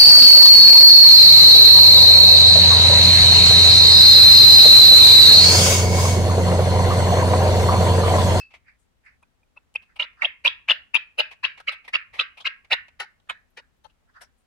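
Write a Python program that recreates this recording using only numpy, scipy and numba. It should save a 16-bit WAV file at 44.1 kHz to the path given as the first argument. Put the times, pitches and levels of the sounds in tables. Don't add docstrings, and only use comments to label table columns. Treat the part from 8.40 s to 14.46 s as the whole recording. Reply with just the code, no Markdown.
import sys
import numpy as np
from scipy import signal
from scipy.fft import rfft, irfft
from scipy.io import wavfile
from scipy.ndimage import uniform_filter1d
from numba import njit

SR = 44100
rng = np.random.default_rng(int(sys.argv[2]) if len(sys.argv) > 2 else 0)


def persist_wave(psi):
    counts = np.round(np.clip(psi, -1, 1) * 32767).astype(np.int16)
    wavfile.write(sys.argv[1], SR, np.atleast_2d(counts).T)


def linear_from_db(decibels):
    return 10 ** (np.asarray(decibels, float) / 20)


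N = 267334
TIME = np.arange(N) / SR
SIDES = np.array([[1], [-1]])


# (start [s], length [s], effort after attack [dB], effort before release [dB], tone [Hz])
NOTES = [(0.822, .022, -50, -65, 2616), (1.16, 0.032, -49.5, -59.5, 2580), (1.35, .024, -23, -44, 2510),
         (1.59, 0.065, -20, -34.5, 2700), (1.813, .054, -20, -27.5, 2600), (2.041, .049, -16.5, -18, 2500),
         (2.278, 0.049, -21.5, -15, 2834), (2.538, 0.038, -14, -18, 2527), (2.776, 0.042, -24.5, -17, 2580),
         (3.029, .039, -21.5, -23, 2498), (3.268, .04, -28, -28, 2280), (3.528, .043, -23.5, -19.5, 2436),
         (3.785, 0.043, -16.5, -22, 2834), (4.043, .04, -28, -20, 2474), (4.302, .045, -23.5, -12.5, 2720),
         (4.594, .058, -33.5, -46.5, 1850), (4.891, 0.043, -22.5, -42, 1679),
         (5.167, .042, -42, -49.5, 1680), (5.437, .033, -56.5, -57, 2480)]
# (multiple of the tone [1], width [Hz], level [dB])
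THROAT_MODES = [
    (1., 300, 0),
    (.75, 500, -12),
    (1.5, 500, -20),
]
# (centre [Hz], width [Hz], level [dB])
UPPER_MODES = [
    (3350, 450, 0),
    (3850, 500, -2),
    (4800, 800, -13),
]
# (multiple of the pipe resonance [1] or fixed centre [Hz], width [Hz], level [dB])
WINDPIPE_MODES = [
    (1., 280, 0),
    (1.45, 400, -7),
    (600, 200, -7),
]
# (centre [Hz], width [Hz], level [dB])
BEAK_MODES = [
    (6100, 1100, -1),
    (8000, 900, -13),
    (10300, 1600, 0),
    (14200, 600, -17),
]
# (centre [Hz], width [Hz], level [dB])
RASP_MODES = [
    (1500, 800, 4.5),
    (3000, 1660, -0.5),
    (5000, 2600, -12),
]


def clucks():
    gate, columns = play([cluck(*note) for note in NOTES], 0.008)
    effort_db, tone_hz, upper_db, pipe_hz, pipe_db, beak_db, rasp_db = columns
    drive = pops(1200, 4.2, 1.38)
    gain = gate * linear_from_db(effort_db)
    slack = np.maximum(2600 / tone_hz, 1) ** 3
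    throat = [(m * tone_hz, width * slack, db) for m, width, db in THROAT_MODES]
    windpipe = [(m * pipe_hz if m < 10 else m, width, db) for m, width, db in WINDPIPE_MODES]
    voice = 0.71 * ring(drive, gain, throat)
    voice = voice + ring(drive, gain * linear_from_db(upper_db), UPPER_MODES)
    voice = voice + ring(drive, gain * linear_from_db(pipe_db), windpipe)
    hiss_db = beak_db - 8.5 + 4.0 * walk(140)
    voice = voice + ring(pops(3000, 1.5, 3.7), gain * linear_from_db(hiss_db), BEAK_MODES)
    voice = voice + ring(drive, gain * linear_from_db(rasp_db), RASP_MODES)
    puff_modes = [(203, 220, 0), (70, 80, -3)]
    puff = [ring(rng.standard_normal(N), gain * linear_from_db(-35.5), puff_modes) for _ in SIDES]
    return voice * linear_from_db(-0.5) + strong_pops(), np.array(puff)


# (time [s], windpipe [Hz], windpipe level [dB], beak gape [dB], rattle [dB])
NECK = [(1.0, 1020, 1.5, -21, -26), (1.36, 880, -6.5, -28, -11.5), (1.62, 1100, -11.5, -36, -12.5),
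        (1.82, 1110, -11, -38, -12.5), (1.85, 690, -8, -37, -14.5), (2.06, 1030, -13.5, -30, -14),
        (2.31, 622, -14, -30.5, -13), (2.56, 1030, -13.5, -31, -16), (2.8, 616, -12.5, -27, -11),
        (3.05, 1100, -14, -37, -12), (3.29, 1275, -10, -23, -9.5), (3.8, 1130, -15, -43.5, -14.5),
        (4.07, 1160, -15.5, -35, -9), (4.33, 765, -13, -29, -9.5), (4.61, 820, -0.5, -10.5, 5.5),
        (4.9, 1002, -6, -28, -9), (5.18, 845, 2.5, -17, 3.5), (5.45, 965, 4.5, -13.5, 1.5)]
UPPER_OPENING = [-15, -16, -4.5, -8]
PIPE_OPENING = [-2, -0.5, 3, 1.5]
BEAK_OPENING = [3, 4.5, -4.5, 2.5]


def cluck(s, length, early_db, late_db, hz):
    attack_s, release_s = 0.0073, 0.016
    onset_db, fade_db = -16.5, -16.5
    tension_rise_per_s = 0.92
    hold_end = max(length - release_s, attack_s + 0.0011)
    t = np.array([0, attack_s, hold_end, max(length, attack_s + 0.002)])
    neck_s, *posture = np.transpose(NECK)
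    pipe_hz, pipe_db, gape_db, rasp_db = (np.interp(s + t, neck_s, c) for c in posture)
    effort_db = [early_db + onset_db, early_db, late_db, late_db + fade_db]
    return np.transpose([s + t, effort_db, hz * (1 + tension_rise_per_s * t), UPPER_OPENING,
                         pipe_hz, pipe_db + PIPE_OPENING, gape_db + BEAK_OPENING, rasp_db])


# (time [s], peak [dB], pitch [Hz], rebound level [dB])
STRONG_POPS = [(1.3597, -17, 2680, -15), (1.5986, -12.5, 2495, -1.5), (1.6228, -18, 3010, 0),
               (1.8212, -10.5, 2256, -30), (1.8473, -7, 2717, 0.5), (2.0516, -8, 2480, -29),
               (2.0598, -2.5, 2690, -32), (2.0727, -10, 2850, 3.5), (2.2876, -13.5, 2490, -32),
               (2.299, -5, 2896, -5), (2.309, -12, 3120, -30.5), (2.3166, -4.5, 2914, -30),
               (2.545, -12, 2600, -27.5), (2.553, -6.5, 2550, -27), (2.5626, -8, 2690, -2),
               (2.789, -7.5, 2710, -31), (2.797, -6, 2627, -30), (2.8046, -7, 2840, -27),
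               (3.045, -15, 2423, 7), (3.2802, -16, 2300, 4), (3.2923, -19.5, 2570, -31.5),
               (3.5383, -13, 2420, -2), (3.5506, -13, 2340, 5), (3.794, -11, 2650, 1),
               (4.055, -15, 2295, -1.5), (4.0742, -15, 2850, -34), (4.3163, -14.5, 2370, 3.5),
               (4.3266, -10.5, 3035, -3.5), (4.6015, -24, 2810, -27), (4.9013, -26, 2020, -34.5)]


def strong_pops():
    rebound_s, rebound_pitch = 0.0048, 1.2
    first = [(s, db, hz) for s, db, hz, _ in STRONG_POPS]
    rebound = [(s + rebound_s, db + more_db, hz * rebound_pitch) for s, db, hz, more_db in STRONG_POPS]
    return accents(first + rebound, 0.0013, 0.002, 7.0, 1.1)


# (time [s], peak [dB], pitch [Hz])
PEEPS = [
    (.834, -52, 2545),
    (1.033, -60, 2510),
    (1.176, -38, 2720),
]


def peeps():
    return accents(PEEPS, 0.0017, 0.0047, 0.46, 0.355)


def pops(rate, scatter_db, breath):
    chance = rng.random(N) < rate / SR
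    train = unit(chance * linear_from_db(scatter_db * rng.standard_normal(N)))
    return unit(train + breath * rng.standard_normal(N))


def accents(table, rise_s, fall_s, glide, partner):
    lead = 300
    out = np.zeros(N)
    t = TIME[:3 * lead] - lead / SR
    for s, db, hz in table:
        turn = 2 * np.pi * rng.random(2)
        phase = 2 * np.pi * hz * t * (1 + glide * t)
        wave = np.sin(0.97 * phase + turn[0]) + 0.3 * np.sin(partner * phase + turn[1])
        swell = np.exp(-(t / np.where(t < 0, rise_s, fall_s)) ** 2)
        i = int(s * SR) - lead
        out[i:i + len(t)] += linear_from_db(db) * wave * swell
    return out


# (time [s], peak [dB], main pitch [Hz], length [s], treble level [dB])
TICKS = [(0.101, -51, 2340, 0.033, -41), (0.133, -40, 2250, 0.031, -46), (1.342, -52, 2950, 0.0047, -0.5),
         (1.418, -51, 2650, 0.027, -18), (1.558, -39.5, 2450, 0.02, -19.5), (1.731, -56, 1910, 0.011, -33),
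         (2.91, -35.5, 2310, 0.019, -25.5), (2.921, -40, 1930, 0.021, -45),
         (3.171, -39.5, 2260, 0.029, -44), (3.2, -33.5, 1440, 0.014, -25), (3.316, -33, 3250, 0.024, -18.5),
         (3.441, -44.5, 2350, 0.03, -28), (3.477, -31.5, 2040, 0.019, -20.5), (3.726, -36, 2070, 0.06, -28),
         (3.969, -37.5, 2490, 0.03, -24), (4, -35, 3200, 0.024, -42), (4.245, -46.5, 2100, 0.015, -33),
         (4.482, -44, 2290, 0.012, -41), (4.8, -57, 3200, 0.0084, -35), (4.873, -56.5, 1500, .012, -39.5),
         (5.497, -58.5, 2800, 0.016, -38), (5.806, -38, 1583, 0.032, -12.5)]


def ticks():
    out, size = np.zeros((2, N)), SR // 12
    for s, db, hz, length, treble_db in TICKS:
        t = np.arange(size) / SR / max(length, 0.002)
        grit = rng.standard_normal((2, size)) * linear_from_db(3.5 * rng.standard_normal(size))
        grit = grit[0] + 0.84 * SIDES * grit[1]
        tick = [unit(band(g, hz, 550)) + 0.65 * unit(band(g, 960, 800)) + 0.39 * unit(band(g, 2500, 1500))
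                + linear_from_db(treble_db) * unit(band(g, 7500, 3900)) for g in grit]
        i = int(s * SR) - 90
        n = min(size, N - i)
        swell = np.minimum(3 * t, 1) ** 2 * np.exp(-t ** 2)
        pan_db = 1
        out[:, i:i + n] += (linear_from_db(db - 7.0 + SIDES * pan_db / 2) * swell * tick)[:, :n]
    return out


# (time [s], length [s], centre [Hz], width [Hz], level [dB])
BRUSHES = [(.0, 0.07, 1730, 900, -59.5), (.0, 0.03, 7750, 5000, -65), (.11, 0.041, 3480, 2500, -83),
           (0.385, 0.094, 8140, 4000, -74.5), (0.643, .06, 8000, 5000, -80),
           (5.098, 0.036, 11770, 2970, -79), (5.364, 0.044, 12430, 2530, -85),
           (5.734, 0.0497, 3470, 1496, -72), (5.812, 0.051, 5360, 890, -53), (5.813, 0.03, 9650, 3500, -57),
           (5.972, 0.083, 9000, 2930, -78)]


def brushes():
    out = np.zeros((2, N))
    for s, length, hz, width_hz, db in BRUSHES:
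        t = TIME[:3500] / max(length, 0.005)
        i = int(max(s, 0) * SR)
        hiss = [unit(band(rng.standard_normal(len(t)), hz, width_hz)) for _ in SIDES]
        swell = np.minimum(5 * t + 0.11, 1) * np.exp(-2.5 * t ** 2)
        out[:, i:i + len(t)] += linear_from_db(db) * swell * hiss
    return out


# (time [s], left minus right [dB], share to the walls [dB], dull share to the walls [dB])
HEAD = [(1.17, 2, -23, -6.5), (1.36, 3, -16.5, -7), (1.6, -1, -10.5, -4), (1.85, 0, -9, -5),
        (2.049, 1.5, -5, -9), (2.551, 1.5, -7.5, -10.5), (3.05, 2.5, -2, -6.5), (3.3, 0, -1.5, -6),
        (3.55, 0, -8, -7.5), (3.799, 0, -6, -2), (4.062, 2.5, -7.5, -4), (4.32, 3, -11.5, -3.5),
        (4.6, 5.5, -7, -16.5), (4.9, -2, -10, -21.5), (5.18, 2, -13, -26), (5.451, 14, -3.5, -18.5)]


def turned_head():
    s, *columns = np.transpose(HEAD)
    return [np.interp(TIME, s, c) for c in columns]


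def close_echoes(voice):
    out, t = np.zeros((2, N)), TIME[:600]
    for s, length, *_ in NOTES:
        i, j = int((s - 0.01) * SR), int((s + length + 0.03) * SR)
        for side in out:
            arrivals = rng.random(len(t)) < 4000 / SR
            taps = arrivals * rng.standard_normal(len(t)) * np.exp(-t / 0.0025) * 0.8
            taps[0] = 1
            side[i:j + len(t) - 1] += np.convolve(voice[i:j], taps / np.linalg.norm(taps))
    return out


# (centre [Hz], time to fall 60 dB [s], level [dB])
ROOM = [(523, 0.21, -19), (990, 0.45, -24.5), (1600, 0.29, -13), (2220, 0.33, -21), (3330, 0.089, -22.5),
        (3170, 0.19, -17.5), (4000, 0.15, -15.5), (5000, 0.22, -14.5), (9000, 0.2, -23.5)]


def room(x):
    t = TIME[:SR // 2]
    out = []
    tails = [sum(linear_from_db(db - 60 * t / t60) * band(rng.standard_normal(len(t)), hz, 0.5 * hz)
                 for hz, t60, db in ROOM) for _ in SIDES]
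    for tail in tails:
        response = tail * np.minimum(t / 0.00067, 1) * linear_from_db(-20.5)
        out.append(signal.fftconvolve(x, response)[:N])
    return np.array(out)


# (start [s], rise [s], fall [s], peak [dB], pitch [Hz])
FAR_RASPS = [
    (.24, 0.045, 0.088, -63.5, 1860),
    (0.631, 0.036, .11, -61, 1850),
    (1.46, 0.042, 0.082, -72.5, 1600),
    (1.769, 0.065, 0.024, -49, 1375),
    (5.66, .04, .03, -72.5, 1440),
    (5.732, .035, 0.071, -58.5, 1378),
]


def far_bird():
    edge_db = -26
    tables = [[(s, db + edge_db, hz), (s + rise, db, hz), (s + rise + fall, db + edge_db, hz)]
              for s, rise, fall, db, hz in FAR_RASPS]
    gate, (db, hz) = play(tables, 0.012)
    modes = [(hz, 700, 0), (hz * 1.283, 600, -4), (4700, 600, -20)]
    return 3.75 * np.array([ring(pops(1900, 1.3, 1.8), gate * linear_from_db(db), modes) for _ in SIDES])


# (time [s], level [dB])
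WHISTLE = [
    (0, -48),
    (.04, -55.5),
    (.1, -74),
    (.14, -64),
]


def whistle():
    whistle_hz, beat_hz = 2620, 55
    gate, (db,) = play([WHISTLE], 0.0035)
    phase = 2 * np.pi * whistle_hz * TIME
    throb = np.array([np.cos(2 * np.pi * beat_hz * TIME + lag) + 1.8 for lag in (0.3, 1.3)])
    octave = 0.68 * np.exp(-TIME / 0.011) * np.sin(2.02 * phase)
    pure = throb * gate * linear_from_db(db) * (np.sin(phase) + octave)
    modes = [(whistle_hz, 120, 0), (1.8 * whistle_hz, 300, -14), (4600, 900, -19)]
    echo = [ring(rng.standard_normal(N), gate * linear_from_db(db + 1.5), modes) for _ in SIDES]
    return 1.4 * pure + np.array(echo)


# (frequency [Hz], density [dB per Hz])
AIR = [(15, -33), (25, -8), (69, -13), (107, -19.5), (253, -18), (322, -26.5), (359, -25), (804, -27.5),
       (1140, -29), (3090, -34.5), (15500, -51.5)]


def air():
    air_db = -72
    hiss = unit(colour(rng.standard_normal((2, N)), AIR))
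    rumble = np.array([unit(band(rng.standard_normal(N), 61, 40)) for _ in SIDES])
    rumble_db = air_db - 4 + 3.5 * walk(13)
    return linear_from_db(air_db + 2.5) * hiss + linear_from_db(rumble_db) * (rumble + 0.4 * rumble[0])


@njit
def svf(x, g, k):
    y, b, l = np.empty(len(x)), 0., 0.
    for i in range(len(x)):
        v = (b + g[i] * (x[i] - l)) / (1 + g[i] * (g[i] + k[i]))
        b, l, y[i] = 2 * v - b, l + 2 * g[i] * v, k[i] * v
    return y


def band(x, hz, width_hz):
    g = np.tan(np.pi * hz / SR) + 0 * x
    k = 1.282 * width_hz / hz + 0 * x
    return svf(svf(x + 1e-18, g, k), g, k)


def ring(drive, gain, modes):
    live = uniform_filter1d(1. * (gain > 1e-9), size=1500) > 1e-4

    def through(x):
        total = 0
        for k, (hz, width, db) in enumerate(modes):
            mode = band(x[live], (hz + 0 * x)[live], (width + 0 * x)[live])
            total = total + (-1) ** k * linear_from_db(db) * mode
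        return total

    out = np.zeros(N)
    out[live] = through(drive * gain) / np.std(through(drive))
    return out


def unit(x):
    return x / np.sqrt(np.mean(x ** 2))


def colour(x, points):
    hz, db = np.transpose(points)
    f = np.maximum(np.fft.rfftfreq(x.shape[-1], 1 / SR), 1)
    return irfft(rfft(x) * linear_from_db(np.interp(np.log(f), np.log(hz), db)), x.shape[-1])


def play(tables, edge_s):
    s, *columns = np.concatenate(tables).T
    gate = sum((TIME >= t[0][0]) & (TIME < t[-1][0]) for t in tables)
    size = max(int(edge_s * SR), 1)
    return uniform_filter1d(np.minimum(gate, 1.), size), [np.interp(TIME, s, c) for c in columns]


def walk(rate):
    k = int(SR / rate)
    held = np.repeat(rng.standard_normal(N // k + 1), k)
    return unit(uniform_filter1d(uniform_filter1d(held, k), k)[:N])


def scene():
    voice, puff = clucks()
    pan_db, wet_db, dull_db = turned_head()
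    small = ticks()
    send = voice * linear_from_db(wet_db) + band(voice, 1748, 1000) * linear_from_db(dull_db + 6) + 0.5 * small.mean(axis=0)
    near = close_echoes(voice) * linear_from_db(SIDES * pan_db / 2) + puff + small + peeps()
    return near + brushes() + room(send) + far_bird() + whistle() + air()


# (frequency [Hz], left minus right [dB])
PORTS = [(200, 2), (700, 5.5), (1300, -3), (4400, 0.5), (8000, 11.5), (15000, 8)]


def shade_ports(dry):
    left = colour(dry[0], [(hz, db / 2) for hz, db in PORTS])
    right = colour(dry[1], [(hz, -db / 2) for hz, db in PORTS])
    return np.array([left, right])


def band_limit(x):
    return signal.sosfilt(signal.butter(12, 16270, fs=SR, output="sos"), x)


def record(dry):
    mix = shade_ports(dry)
    return band_limit(mix)


dry = scene()
out = record(dry)
persist_wave(out)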